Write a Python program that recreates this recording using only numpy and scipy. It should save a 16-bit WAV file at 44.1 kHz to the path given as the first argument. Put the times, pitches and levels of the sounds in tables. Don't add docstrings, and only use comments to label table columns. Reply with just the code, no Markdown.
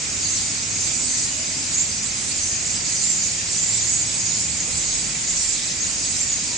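import sys
import numpy as np
from scipy import signal
from scipy.fft import rfft, irfft, next_fast_len
from scipy.io import wavfile

SR = 44100
rng = np.random.default_rng(int(sys.argv[2]) if len(sys.argv) > 2 else 0)


def unload_audio(sound):
    columns = np.transpose(np.atleast_2d(sound))
    steps = np.round(np.clip(columns, -1, 1) * 32767)
    wavfile.write(sys.argv[1], SR, steps.astype(np.int16))


N = 289737
T = np.arange(N) / SR


def flock():
    rise_db = flurries()
    shrill_gain, harsh_gain = undb(-29 + rise_db), undb(-33 + 0.19 * rise_db)
    squeaks = level(chorus(squeak, hz=6900, spread=0.052, length_s=0.06, count=500), -1.7)
    sizzle = level(chorus(buzz, hz=7020, spread=0.07, length_s=0.1, count=120), -7)
    pipes = level(chorus(pipe, hz=8450, spread=0.035, length_s=0.08, count=120), -40.5)
    rasps = level(chorus(buzz, hz=5220, spread=0.098, length_s=0.09, count=150), -5)
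    chirps = level(chorus(warble, hz=5100, spread=0.085, length_s=0.03, count=340), -3)
    warbles = level(chorus(warble, hz=2280, spread=0.085, length_s=0.05, count=360), -43)
    chatter = level(chorus(buzz, hz=2890, spread=0.18, length_s=0.1, count=130), -44)
    shrill = scatter((squeaks + sizzle) * shrill_gain + pipes, wet_db=3.5, t60_s=0.23)
    harsh = scatter((rasps + chirps) * harsh_gain, wet_db=1, t60_s=0.16)
    low = scatter(warbles + chatter, wet_db=1, t60_s=0.5)
    return shrill + harsh + low


def flurries(attack_s=0.1, release_s=0.17):
    # start_s, length_s, rise_db
    surges = [ (0.14, 0.44, 4.5), (0.73, 0.61, 5), (2.258, 0.4, 5), (2.82, 0.6, 6.5), (3.463, 0.61, 5),
              (4.08, 0.5, 5), (4.658, 0.53, 3.5), (5.237, 0.37, 5.5), (5.85, 0.61, 2.5)]
    rise_db = np.zeros(N)
    for start, length, db in surges:
        ramp = np.minimum((T - start) / attack_s, (start + length - T) / release_s)
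        rise_db += db * np.clip(ramp, 0, 1)
    return rise_db


def chorus(voice, hz, spread, length_s, count, distance_db=0.53):
    out = np.zeros((2, N))
    starts = (np.arange(count) + rng.random(count)) / count * (T[-1] + length_s) - length_s
    traits = np.sqrt(6) * rng.triangular(-1, 0, 1, (count, 7))
    for start, (pitch, span, loud, perch, *style) in zip(starts, traits):
        call = voice(length_s * np.exp(0.25 * span), hz * np.exp(spread * pitch), np.array(style))
        add(out, start, call * undb(distance_db * loud), pan=0.27 * perch)
    return out


def squeak(length_s, hz, style, glide=0.05, rough=0.291):
    return whistle(length_s, hz * np.exp(glide * style), rough * np.exp(0.782 * style[0]))


def pipe(length_s, hz, style, glide=0.025):
    return whistle(length_s, hz * np.exp(glide * style), rough=0.16)


def warble(length_s, hz, style, glide=0.07):
    return whistle(length_s, hz * np.exp(glide * style), rough=0.867)


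def buzz(length_s, hz, style, typical_pulse_hz=190):
    return rasp(length_s, hz, typical_pulse_hz * np.exp(0.5 * style[0]))


def whistle(length_s, pitches_hz, rough, flutter_db=3):
    t = np.arange(int(length_s * SR)) / SR
    progress = t / length_s
    first, middle, last = pitches_hz
    bow = (2 * middle - first - last) * 2 * progress * (1 - progress)
    glide_hz = first + (last - first) * progress + bow
    quaver = 0.00797 * wander(t, 70.26)
    shake = min(rough, 1) * 0.0596 * wander(t, 480)
    phase = np.float32(2 * np.pi / SR * np.cumsum(glide_hz * (1 + quaver + shake)))
    flutter = undb(flutter_db * wander(t, 132))
    return np.sqrt(2) * np.sin(phase) * swell(progress, 0.11) * flutter


def rasp(length_s, throat_hz, pulse_hz, ring_s=0.00029):
    t = np.arange(int(length_s * SR)) / SR
    cycles = np.cumsum(np.exp(0.25 * wander(t, 150))) * pulse_hz / SR
    pulse_age = (cycles - np.floor(cycles)) / pulse_hz
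    ring_hz = throat_hz * (1 + 0.063 * wander(t, 91))
    phase = np.float32(2 * np.pi * ring_hz * pulse_age)
    pulse_envelope = pulse_age / ring_s * np.exp(-pulse_age / ring_s)
    return np.sin(phase) * pulse_envelope * swell(t / length_s, 0.14)


def solo_birds(arch=0.015):
    # start_s, length_s, first_hz, last_hz, level_db, roughness (0-1)
    whistles = [ (.235, .11, 6550, 6430, -29.5, 0.1), (0.313, 0.063, 6980, 5430, -29.5, 0.3),
                (0.692, .2, 6610, 6120, -31, .6), (0.932, 0.15, 6840, 8420, -30.5, .5),
                (1.065, .21, 8440, 6410, -32, 0.5), (1.20, .14, 7860, 8720, -42, .05),
                (1.554, .086, 7450, 7730, -35, .2), (1.711, .13, 6860, 6900, -23, 1),
                (1.818, 0.1, 7740, 6000, -34, .3), (2.027, .062, 6910, 8100, -29.5, .22),
                (2.126, .21, 9160, 8640, -39, 0.2), (2.39, .2, 5890, 6250, -32, 0.2),
                (2.651, .14, 6580, 7840, -29.5, .4), (2.918, 0.14, 7660, 8800, -32.5, .3),
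                (3.01, .13, 6920, 7400, -24.5, .4), (3.09, .09, 7780, 6640, -28, 0.22),
                (3.224, 0.026, 6850, 6570, -27.5, .5), (3.518, .14, 6890, 7260, -25, .3),
                (3.679, .1, 7210, 7060, -28, .3), (3.75, .06, 8400, 7250, -31.5, 0.1),
                (3.798, .19, 6900, 6610, -28.5, .1), (3.869, .085, 7200, 7930, -27, .12),
                (3.954, .085, 8160, 6370, -23, .06), (4.056, .14, 7780, 7800, -30.5, 0.3),
                (4.187, .14, 6340, 6990, -27.5, 0.09), (4.498, .15, 8300, 6090, -31, .05),
                (4.667, .13, 8900, 8320, -36, 0.51), (4.693, .089, 6730, 8070, -33, .2),
                (4.768, .08, 8100, 6680, -28.5, .12), (4.83, 0.22, 7630, 7840, -33.5, .2),
                (4.848, .12, 6050, 6470, -35, .15), (5.27, 0.045, 6450, 7600, -25, 0.7),
                (5.309, .15, 6850, 7270, -32.5, .4), (5.391, 0.137, 8100, 8400, -37, .15),
                (5.473, .09, 7340, 6950, -29.5, .4), (5.801, .08, 6430, 6820, -26, 0.44),
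                (6.015, .19, 7880, 7300, -32, .05), (6.19, .17, 7420, 6570, -28, .06)]
    # start_s, length_s, pitch_hz, level_db, roughness (0-1)
    low_calls = [ (1.13, 0.063, 1820, -43, 0.3), (1.27, .18, 2900, -44, 0.54), (1.352, 0.2, 630, -49, 0.9),
                 (6.482, 0.073, 963, -47, .5)]
    # start_s, length_s, throat_hz, level_db
    rasps = [ (.345, .08, 4900, -37.5), (1.17, 0.13, 4800, -34.5), (2.651, .14, 5600, -31.5),
             (2.93, .08, 5950, -35), (3.468, .12, 5570, -32.5), (3.72, 0.11, 5030, -32),
             (4.265, .14, 5440, -38), (5.553, 0.19, 5270, -33), (5.962, 0.12, 5800, -32),
             (6.47, 0.074, 5450, -36)]
    out = np.zeros((2, N))
    for start, length, first, last, db, rough in whistles:
        middle = (first + last) / 2 * (1 + arch)
        add(out, start, undb(db) * whistle(length, (first, middle, last), rough), pan=0.058)
    for start, length, hz, db, rough in low_calls:
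        add(out, start, undb(db) * whistle(length, (hz, hz, hz), rough))
    for start, length, hz, db in rasps:
        add(out, start, level(rasp(length, hz, pulse_hz=300, ring_s=0.00044), db))
    return scatter(out, wet_db=-1.5, t60_s=0.12)


def scatter(x, wet_db, t60_s):
    t = np.arange(SR // 2) / SR
    tail = rng.standard_normal((2, len(t))) * np.exp(-np.log(1000) * t / t60_s)
    tail /= np.sqrt(np.sum(tail ** 2, axis=1, keepdims=True))
    reflections = signal.fftconvolve(x, tail, axes=1)[:, :N]
    wet = undb(wet_db)
    return (x + wet * reflections) / np.sqrt(1 + wet ** 2)


def far_flock():
    # frequency_hz, gain_db
    hiss_curve = [(710, -46.5), (1200, -35.5), (1700, -13.5), (2260, -9.5), (3530, -12), (4620, -7.5),
                  (5790, -6), (6600, -2.5), (7070, -2.5), (7580, -2.5), (8790, -17), (9100, -16),
                  (9590, -40.5), (12500, -67.5), (21100, -120)]
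    mid, side = colour(rng.standard_normal((2, N)), hiss_curve)
    flicker = undb(0.32 * wander(T, 9))
    return level(stereo(mid, undb(-3) * side), -28.5) * flicker


def traffic(climb_per_s=0.0397):
    # frequency_hz, gain_db
    rumble_curve = [(13, -35.5), (22, -11.5), (97, -0.5), (129, -4), (162, -3.5), (290, -6), (372, -12),
                    (451, -13.5), (677, -14.5), (1150, -18), (1500, -16.5), (1950, -45), (3300, -120)]
    # frequency_hz, side_minus_mid_db
    width_curve = [(30, -8), (130, -11.5), (250, -10.5), (500, -4.5), (1000, 2.5)]
    # start_s, length_s, first_hz, level_db
    engine_notes = [ (.05, 1.13, 95.2, -46), (.5, 1.14, 242, -49.5), (1.55, 0.58, 157, -48.5),
                    (1.7, 0.65, 209, -48.5), (2.353, .47, 89.5, -46.5), (2.75, 1.1, 164.7, -48),
                    (2.95, 0.32, 200, -46), (3.15, 1.45, 105.6, -44.5), (4.2, 0.7, 162, -46),
                    (4.35, .58, 74.6, -46.5), (4.55, 1.15, 39.9, -49.5), (4.95, 0.83, 162, -50.5)]
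    mid, side = colour(rng.standard_normal((2, N)), rumble_curve)
    rumble = level(stereo(mid, colour(side, width_curve)), -38)
    out = rumble * undb(0.56 * wander(T, 4.1))
    for start, length, first_hz, db in engine_notes:
        t = np.arange(int(length * SR)) / SR
        climb = 1 + climb_per_s * t
        hz = first_hz * climb * (1 + 0.0074 * wander(t, 30))
        note = np.sqrt(2) * np.sin(2 * np.pi * np.cumsum(hz) / SR)
        add(out, start, note * swell(t / length, 0.18) * undb(db + 2.5 * wander(t, 14.6)))
    return out


def passing_vehicle(nearest_s=4.2, linger_s=1.4, nearest_db=-47.5):
    # frequency_hz, gain_db
    tyre_curve = [(120, -24), (200, -9.5), (320, 0.5), (480, -6), (900, -7.5), (1600, -30)]
    mid, side = colour(rng.standard_normal((2, N)), tyre_curve)
    nearness = 1 / (1 + ((T - nearest_s) / linger_s) ** 2)
    return level(stereo(mid, undb(-5.5) * side), nearest_db) * nearness


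def knock(start_s=4.67, attack_s=0.0086, t60_s=0.2):
    # frequency_hz, gain_db
    body_curve = [(300, -32), (480, 3), (640, 0), (1000, -27)]
    age = np.maximum(T - start_s, 0)
    envelope = np.minimum(age / attack_s, 1) * np.exp(-np.log(1000) * age / t60_s)
    return level(colour(rng.standard_normal(N), body_curve), -37) * envelope


def undb(db):
    return np.exp(np.asarray(db) * (np.log(10) / 20))


def level(x, db):
    return x * undb(db) / np.sqrt(np.mean(x ** 2))


def colour(x, curve):
    hz, db = np.transpose(curve)
    size = next_fast_len(N + 4096)
    bin_hz = np.maximum(np.arange(size // 2 + 1) * SR / size, 1)
    gain = undb(np.interp(np.log(bin_hz), np.log(hz), db))
    return irfft(rfft(x, size) * gain, size)[..., :N]


def wander(t, rate_hz):
    knots = rng.standard_normal(size=256)
    return np.interp(t * rate_hz, np.arange(len(knots)), knots)


def swell(progress, edge):
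    ramp = np.minimum(np.minimum(progress, 1 - progress) / edge, 1)
    return ramp * (2 - ramp)


def stereo(mid, side):
    return mid + np.outer([1, -1], side)


def add(out, start_s, sound, pan=0):
    onset = int(np.clip(start_s * SR, -len(sound), N))
    part = sound[max(-onset, 0):N - onset]
    first = max(onset, 0)
    out[:, first:first + len(part)] += np.outer([1 + pan, 1 - pan], part)


def scene():
    return flock() + solo_birds() + far_flock() + traffic() + passing_vehicle() + knock()


def record(dry, top_hz=9550):
    # frequency_hz, left_minus_right_db
    balance_curve = [(100, -0.8), (500, -1.6), (2000, 0), (4500, -1), (6300, 1), (7300, -5.5), (8600, -5),
                     (9500, -8)]
    # frequency_hz, gain_db
    treble_curve = [(7600, 0.5), (8600, -1), (9000, -3.5), (9600, -11)]
    left = colour(dry[0], [(hz, db / 2) for hz, db in balance_curve])
    right = colour(dry[1], [(hz, -db / 2) for hz, db in balance_curve])
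    dulled = colour(np.array([left, right]), treble_curve)
    high_cut = signal.ellip(10, 0.2, 80, top_hz, fs=SR, output="sos")
    return signal.sosfilt(high_cut, dulled)


dry = scene()
out = record(dry)
unload_audio(out)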